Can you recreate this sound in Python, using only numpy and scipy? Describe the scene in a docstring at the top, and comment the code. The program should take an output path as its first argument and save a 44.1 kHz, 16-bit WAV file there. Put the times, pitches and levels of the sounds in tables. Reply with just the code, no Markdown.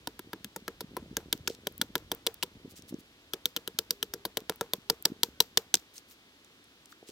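"""A snowy forest camp: an axe hews a pine log in quick bursts, a few metres from a small two-port microphone.
Each blow tears fibres in a crack of filtered noise a few ms long, knocks and thumps the log as decaying sines,
and throws chips as grainy noise. Short snaps fall within the blows and apart from them, with dull bumps and
rustles. Beneath lie a low flutter, a faint hiss of fire and forest from the left, and a few thin tones that
swell and fade."""
import sys
import numpy as np
from scipy import signal
from scipy.fft import rfft, irfft
from scipy.io import wavfile
from scipy.ndimage import uniform_filter1d

SR = 44100
rng = np.random.default_rng(int(sys.argv[2]) if len(sys.argv) > 2 else 0)


def bounce(signal):
    """Save signal as a 16-bit WAV file at the path given by the first command-line argument."""
    frames = np.transpose(np.atleast_2d(signal))
    limited = np.clip(frames, -1, 1)
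    pcm = np.round(limited * 32767).astype(np.int16)
    wavfile.write(sys.argv[1], SR, pcm)


N = 313551

# Longest modes of the log, a loose cluster. Each row: pitch in Hz, level in dB, time to fall 60 dB in s.
LOG_RING = [(451.6,-2.5,0.08),(522.5,-7.5,0.045),(388.6,-7.5,0.047)]


def undb(db):
    """Decibels to gain."""
    return 10 ** (np.asarray(db) / 20)


def band(x, hz, width):
    """Two-pole resonance, gain 1 at the centre, width in Hz."""
    return signal.lfilter(*signal.iirpeak(min(hz, .45 * SR), hz / width, SR), x)


def peak(x, db):
    """Scale to a peak level in dB."""
    return x * undb(db) / np.abs(x).max()


def shape(x, points):
    """Colour the spectrum by (Hz, dB) points, joined along log frequency."""
    hz, db = np.transpose(points)
    log_hz = np.log(np.fft.rfftfreq(x.shape[-1], 1 / SR) + 1)
    return irfft(rfft(x) * undb(np.interp(log_hz, np.log(hz), db)), x.shape[-1])


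def add(out, x, s):
    """Mix x into out from s seconds on."""
    i = int(s * SR)
    out[..., i:i + x.shape[-1]] += x[..., :N - i]


def grit(size, spread_db, alike):
    """Noise of uneven grains at two ports, more alike as alike nears 1."""
    mid, side = rng.standard_normal((2, size)) * undb(spread_db * rng.exponential(size=size))
    a = np.clip(alike, 0, 1)
    return np.sqrt(1 + a) * mid + np.sqrt(1 - a) * side * np.array([[1], [-1]])


def mode(t, hz, t60):
    """A struck mode: a sine that falls 60 dB in t60 seconds."""
    return np.sin(2 * np.pi * hz * t) * np.exp(-np.log(1000) * t / t60)


def push(x, ms):
    """A softer contact smears the blow over a few ms."""
    return signal.lfilter(np.hanning(int(ms * SR / 1000) + 3), 1, x)


def bright(grains):
    """Dry wood debris sounds in two humps, near 5 and 13 kHz."""
    low_hump = band(band(grains, 4730.0, 5700.0), 5000.0, 5384.0)
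    high_hump = band(band(grains, 13000., 3970.0), 12800.0, 5000.0)
    return low_hump + 0.84 * high_hump


def hiss():
    """A steady hiss from the left reaches the right port later; in the treble each port hears its own."""
    # Spectrum of the hiss. Each row: frequency in Hz, relative level in dB.
    colour = [(25, -32), (160, -11.5), (280, -3.5), (450, -9), (700, -13.5), (1500, -13), (2400, -13),
              (3400, -10), (9000, -26.5), (11000, -27), (14000, -27), (15700, -31)]
    lag = 8  # samples
    common, *own = rng.standard_normal((3, N))
    common = shape(common, [(2500, 4.5), (6000, -9.0)])
    own = shape(np.array(own), [(300, -44), (1200, -2.5), (5000, 5)])
    both = shape(np.array([common, np.roll(common, lag)]) + own, colour)
    return both / both.std() * undb(-60.5)


def flutter():
    """Many weak bumps at random, softened by their contact, over a low rumble."""
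    # Course of the flutter. Each row: time in seconds, rms level in dB.
    course = [(0,-61),(.5,-64),(1.05,-52),(1.6,-59),(2,-55),(2.3,-62.5),(2.85,-59),(3.15,-69),(4.1,-63),(4.9,-67.5),(5.25,-62.5),(5.8,-70),(7.11,-74.5)]
    kicks = (rng.random(N) < 110 / SR) * rng.standard_normal(N)  # about 110 a second
    rumble = band(band(rng.standard_normal(N), 62.0, 90.), 70., 120.)
    low = band(push(kicks, 2.07), 253.0, 380.0) + 4.1 * rumble
    return low / low.std() * undb(np.interp(np.arange(N) / SR, *np.transpose(course)))


def crack(t, db, hz, fade):
    """Torn fibres: a burst of grains through wood resonances, with a treble edge that grows with the crack."""
    # Resonances of the crack. Each row: centre in Hz, width in Hz, relative level in dB.
    resonances = [(3380, 140, -15), (3823, 390, -4), (4690, 890, -3), (5650, 600, -7), (7360, 1200, -5.5)]
    # Resonances of the treble edge. 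Each row: centre in Hz, width in Hz, relative level in dB.
    edge_bands = [(11330, 3400, 8), (13620, 1440, 5.5), (14600, 508, 0)]
    tear = grit(len(t), 3.25, 0.77) * np.minimum(t / 0.00089, 1) * np.exp(-1000 * t / max(fade, .3))
    tear[:, 30] += 4.0  # the edge bites
    body = 0.044 * band(tear, hz, 0.22 * hz)
    for f, width, level in resonances:
        # the place of the cut favours the resonances near its own colour
        favour = level - 1.1 * abs(np.log2(f / hz))
        body = body + undb(favour) * band(tear, f, width) / np.sqrt(width)
    body = band(body, 4100.0, 7100.0)
    body = body - 0.32 * band(body, 2480.0, 896.0)
    edge = sum(undb(level) * band(tear, f, width) / np.sqrt(width) for f, width, level in edge_bands)
    return peak(body, db) + peak(band(edge, 11800.0, 4550.0), -7.5 + 0.73 * db)


def knock(t, db, hz):
    """Short modes of the log, retuned a little each time, driven by the blade in a few quick pushes."""
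    # Short modes of the log. Each row: pitch in Hz, level in dB, time to fall 60 dB in s.
    log_modes = [(600,-2.5,0.02),(764,-6.5,.02),(980,-1.5,0.022),(1400,-3,0.018),(1650,-3,0.017),(2100,-10,.011)]
    log = np.zeros(len(t))
    for f, level, t60 in log_modes:
        a, b = rng.standard_normal(2)
        favour = level + 1.23 * a - 10.9 * abs(np.log2(f / hz))
        log += undb(favour) * mode(t, f * (1 + b / 30), t60)
    pushes = (rng.random(400) < .03) * rng.standard_normal(400) * 0.46 * np.exp(-t[:400] / 0.0045)
    pushes[40] += 1  # the main push
    return peak(band(np.convolve(log, pushes)[:len(t)], 1300.0, 2400.0), db)


def chips(t, crack_db):
    """Falling chips: bright fading grains; harder cracks throw more."""
    grains = grit(len(t), 3.67, 0.17) * np.minimum(t / 0.0012, 1) * np.exp(-(t / 0.022) ** 0.89)
    return undb(-44 + 0.86 * crack_db) * bright(grains)


def thump(t, hz, knock_db):
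    """The weight of the blow: two low modes, struck again more weakly as the log chatters on its bed."""
    low = mode(t, hz, 0.024) + 0.096 * mode(t, 196.6, 0.065)
    chatter = (rng.random(1200) < .004) * rng.standard_normal(1200) * 0.14 + (t[:1200] == 0)
    low = np.convolve(low, chatter)[:len(t)]
    return peak(band(push(low, 2.35), 309.0, 360.0), -17 + 0.57 * knock_db)


def ring(t):
    """The cluster of long modes; the grip of the bed retunes it each time and makes it waver."""
    steps = np.repeat(rng.standard_normal(len(t) // 250 + 1), 250)
    waver = undb(2.9 * uniform_filter1d(steps, size=200)[:len(t)])
    modes = np.zeros(len(t))
    for f, level, t60 in LOG_RING:
        a, b = rng.standard_normal(2)
        modes += undb(level + 2.5 * a) * mode(t, f * (1 + 0.027 * b), t60)
    return waver * modes


def rattle(t):
    """Loose bark shakes after the blow: a fading band of grains."""
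    # One row: centre in Hz, width in Hz, gain in dB beside the ring, fade time constant in s.
    hz, width, db, fade = (749,699,-17.5,0.04)
    return undb(db) * band(grit(len(t), 3.4, 0.87), hz, width) * np.exp(-t / fade)


def axe():
    """Crack and knock come first with the chips; the log takes the weight once the blade has stopped."""
    # Each row: start in seconds, crack peak in dB, crack colour in Hz, knock peak in dB, knock colour in Hz,
    # thump pitch in Hz, crack fade in ms, ring gain in dB.
    blows = [(0.0729,-22,4220,-26,980,318.5,1.4,-39),(0.1927,-31.5,3280,-33,1340,356,2,-49),
             (0.3319,-28.5,3480,-26,1400,344,2.5,-38.5),(0.4449,-25,3230,-35.5,1600,227,1.6,-48),
             (0.5615,-25,6800,-29,1190,480,3.6,-49),(0.6796,-23,3800,-24,1530,404,2.03,-35.5),
             (0.807,-28,4400,-32.5,1070,480,3.8,-42),(0.967,-29,4100,-25,930,397,3.4,-32),
             (1.1687,-14.5,6500,-22.5,1780,370,1.66,-30),(1.3273,-8.5,3130,-25.5,1410,350,1.78,-35.5),
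             (1.477,-15.5,5400,-24.5,1450,408,1.94,-35.5),(1.67,-16.5,3240,-23,664,417,1.94,-49),
             (1.8143,-11.5,3630,-20,1410,263,2.1,-37.5),(1.9544,-12,3650,-17,1650,362,2.1,-33.5),
             (2.1167,-16,3280,-22,915,354,2.1,-29.5),(2.266,-11,3150,-26,676,397,1.8,-29),
             (2.431,-18,3300,-25,1000,387,3.13,-38.5),(3.335,-19,3620,-31.5,1440,403,1.9,-32.5),
             (3.4565,-8.5,3470,-31.5,1400,480,1.28,-43),(3.5638,-15.5,3350,-28,1300,324,3.44,-34.5),
             (3.676,-20.5,3100,-32,1440,400,2.2,-39),(3.788,-9.5,5000,-29,1500,458,1.86,-36),
             (3.907,-8,4880,-32.5,1420,464,1.73,-42),(4.0278,-14,3140,-27.5,1660,444,2.14,-43),
             (4.137,-18,5400,-29,1440,423,3.35,-38.5),(4.2521,-19,4400,-24,970,402,3.8,-36.5),
             (4.371,-14.5,3260,-22.5,1110,496,2.44,-34),(4.4961,-16.5,3100,-20,1140,488,1.94,-30.5),
             (4.6104,-14.5,6170,-19,1110,504,2.55,-33),(4.7351,-11.5,3700,-24.5,600,493,1.77,-39),
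             (4.8993,-9.5,4690,-18.5,942,463,2.26,-31),(5.0541,-5.5,4760,-20,1590,343,1.56,-30),
             (5.233,-4,4570,-23.5,975,432,1.48,-37),(5.4036,-1.5,4000,-20,1000,466,2.07,-34),
             (5.573,-4.5,4240,-19,977,454,2.16,-30),(5.7414,-2,5580,-24,1060,386,1.95,-35.5)]
    out, t = np.zeros((2, N)), np.arange(6000) / SR
    for s, db, hz, knock_db, knock_hz, thump_hz, fade, ring_db in blows:
        stopped = s + fade / 1000
        add(out, crack(t, db, hz, fade), s - .0005)
        add(out, knock(t, knock_db, knock_hz), s - .0005)
        add(out, chips(t, db), s)
        add(out, thump(t, thump_hz, knock_db), stopped + 0.00082)
        add(out, undb(ring_db) * (ring(t) * np.minimum(t / 0.0031, 1) + rattle(t)), stopped + .002)
    return out


def bumps():
    """Low pulses of about two cycles; those near the pitch of the log set it ringing."""
    # Dull bumps as the log rocks on its bed. 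Each row: middle in seconds, level in dB, pitch in Hz.
    rocks = [(0.274, -42.5, 277), (0.628, -45.5, 200), (0.845, -36, 203), (0.948, -41, 252),
             (1.028, -37.5, 226), (1.114, -35, 216), (1.13, -39.5, 300), (1.353, -34.5, 254),
             (1.409, -41, 117), (1.503, -31.5, 447), (1.799, -35.5, 234), (1.904, -43, 238),
             (2.557, -43.5, 190), (2.65, -37, 230), (2.657, -37, 326), (2.68, -41.5, 220),
             (2.911, -41, 240), (2.927, -28, 286), (2.944, -25.5, 277), (2.988, -40, 242), (3.75, -46, 180),
             (4.421, -41, 288), (4.786, -42.5, 233), (5.103, -35, 245), (5.121, -28, 260),
             (5.288, -39.5, 268), (7.029, -41, 596), (7.093, -39, 400)]
    out, t = np.zeros(N), np.arange(-400, 900) / SR
    for s, db, hz in rocks:
        cycles = t * hz
        pulse = np.cos(2 * np.pi * (cycles + rng.random())) * np.exp(-(cycles / 0.66) ** 2)
        add(out, undb(db) * pulse, s - 400 / SR)
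        ring_db = db - 4.5 - 18.0 * abs(np.log2(hz / LOG_RING[0][0]))
        add(out, undb(ring_db) * ring(np.arange(4000) / SR), s)
    return out


def snaps():
    """Short broad clicks of fading grains; high ones die sooner."""
    # Short snaps of fibre, some just before or inside a blow as extra tears, others apart; and fire pops.
    # Each row: start in seconds, peak in dB, colour in Hz.
    clicks = [(1.475,-15.5,2980),(1.499,-30.5,4500),(1.51,-36,4500),(1.549,-38.5,5000),(1.724,-41,12000),(1.78,-24.5,14500),(2.1494,-26.5,14400),(2.2705,-11,3700),(2.3433,-26.5,14600),(2.427,-16,3100),(2.799,-41,5850),(2.8223,-38.5,5800),(2.942,-40.5,4970),(3.342,-29,4970),(3.5732,-28,2950),(4.56,-31,14500),(5.025,-27,14500),(5.052,-20,4700),(5.5755,-5.5,3700),(5.753,-11.5,5570),(5.771,-30,3980),(5.799,-42,6000),(5.981,-30.5,6100),(6.1,-45,9000),(6.447,-45,7000),(6.643,-45.5,9000),(6.8576,-39,6260),(6.922,-41,3400),(6.925,-40,1400)]
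    out, t = np.zeros((2, N)), np.arange(600) / SR
    for s, db, hz in clicks:
        click = grit(len(t), 3.0, 0.53) * np.exp(-t * (hz + 2000.0) / 9.5)
        add(out, peak(band(click, hz, 0.29 * hz) + 0.12 * bright(click), db), s - .0003)
    return out


def rustle():
    """Short swells of dense dry grains, bright and wide, gathered in clumps."""
    # Chips and bark sliding under hand and boot.
    # Each row: middle in seconds, level in dB, half-length of the swell (to 1/e) in ms, colour in Hz.
    slides = [(1.51,-53,34,4500),(2.712,-54.5,14,8500),(2.778,-51.5,18,6500),(2.894,-52,14.4,8500),(2.999,-57,10,8500),(5.947,-55,9.4,8500),(5.974,-49,18,6500),(6.115,-56,25,9300),(6.91,-60.5,14,8400),(7.089,-49.5,16,5540)]
    t, out = np.arange(-2500, 2500) / SR, np.zeros((2, N))
    for s, db, ms, hz in slides:
        clumps = uniform_filter1d(np.repeat(rng.standard_normal(len(t) // 100), 100), size=60)
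        grains = grit(len(t), 2.2, 0.36) * undb(3.7 * clumps)
        grains = bright(grains) + 2.3 * band(band(grains, hz, 1.7 * hz), hz, 1.6 * hz)
        swell = np.exp(-(1000 * t / ms) ** 2)
        add(out, undb(db) * swell * grains / grains.std(), s + t[0])
    return out


def whistle():
    """Faint narrow wavering tones from noise in tight bands, perhaps wet wood whistling in the fire."""
    # Each row: middle in seconds, half-length of the swell (to 1/e) in seconds, pitch in Hz, level in dB.
    tones = [(4.13,.22,404,-66),(4.85,.2,404,-71),(5.33,.13,1513,-75)]
    out, t = np.zeros(N), np.arange(N) / SR
    for s, length, hz, db in tones:
        tone = band(band(rng.standard_normal(N), hz, hz / 40), hz, hz / 40)
        out += undb(db) * np.exp(-((t - s) / length) ** 2) * tone / tone.std()
    return out


def scene():
    """The two ports hear the blows and snaps with different colour, and a little of the low sounds apart."""
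    # Bands that lean left, or right if negative. Each row: centre in Hz, width in Hz, share as a gain.
    lean = [(1346, 240, 0.15), (2740, 940, 0.73), (6500, 2000, -0.24), (10060, 1930, 0.89)]
    hits, low = axe() + snaps(), bumps() + flutter()
    side = sum(share * band(hits.mean(axis=0), f, width) for f, width, share in lean)
    side = side + .07 * np.roll(low, 400)  # 400 samples late
    return hits + low + side * np.array([[1], [-1]]) + rustle() + hiss() + whistle()


def record(dry):
    """The small microphone loses the deepest bass; the recorder rounds the loudest peaks and cuts the top."""
    top_hz = 16300
    thin = signal.lfilter(*signal.butter(2, 45., "high", fs=SR), dry)
    rounded = thin / (1 + (thin / .8) ** 4) ** .25
    return signal.sosfilt(signal.ellip(8, .2, 70, top_hz, fs=SR, output="sos"), rounded)


dry = scene()
out = record(dry)
bounce(out)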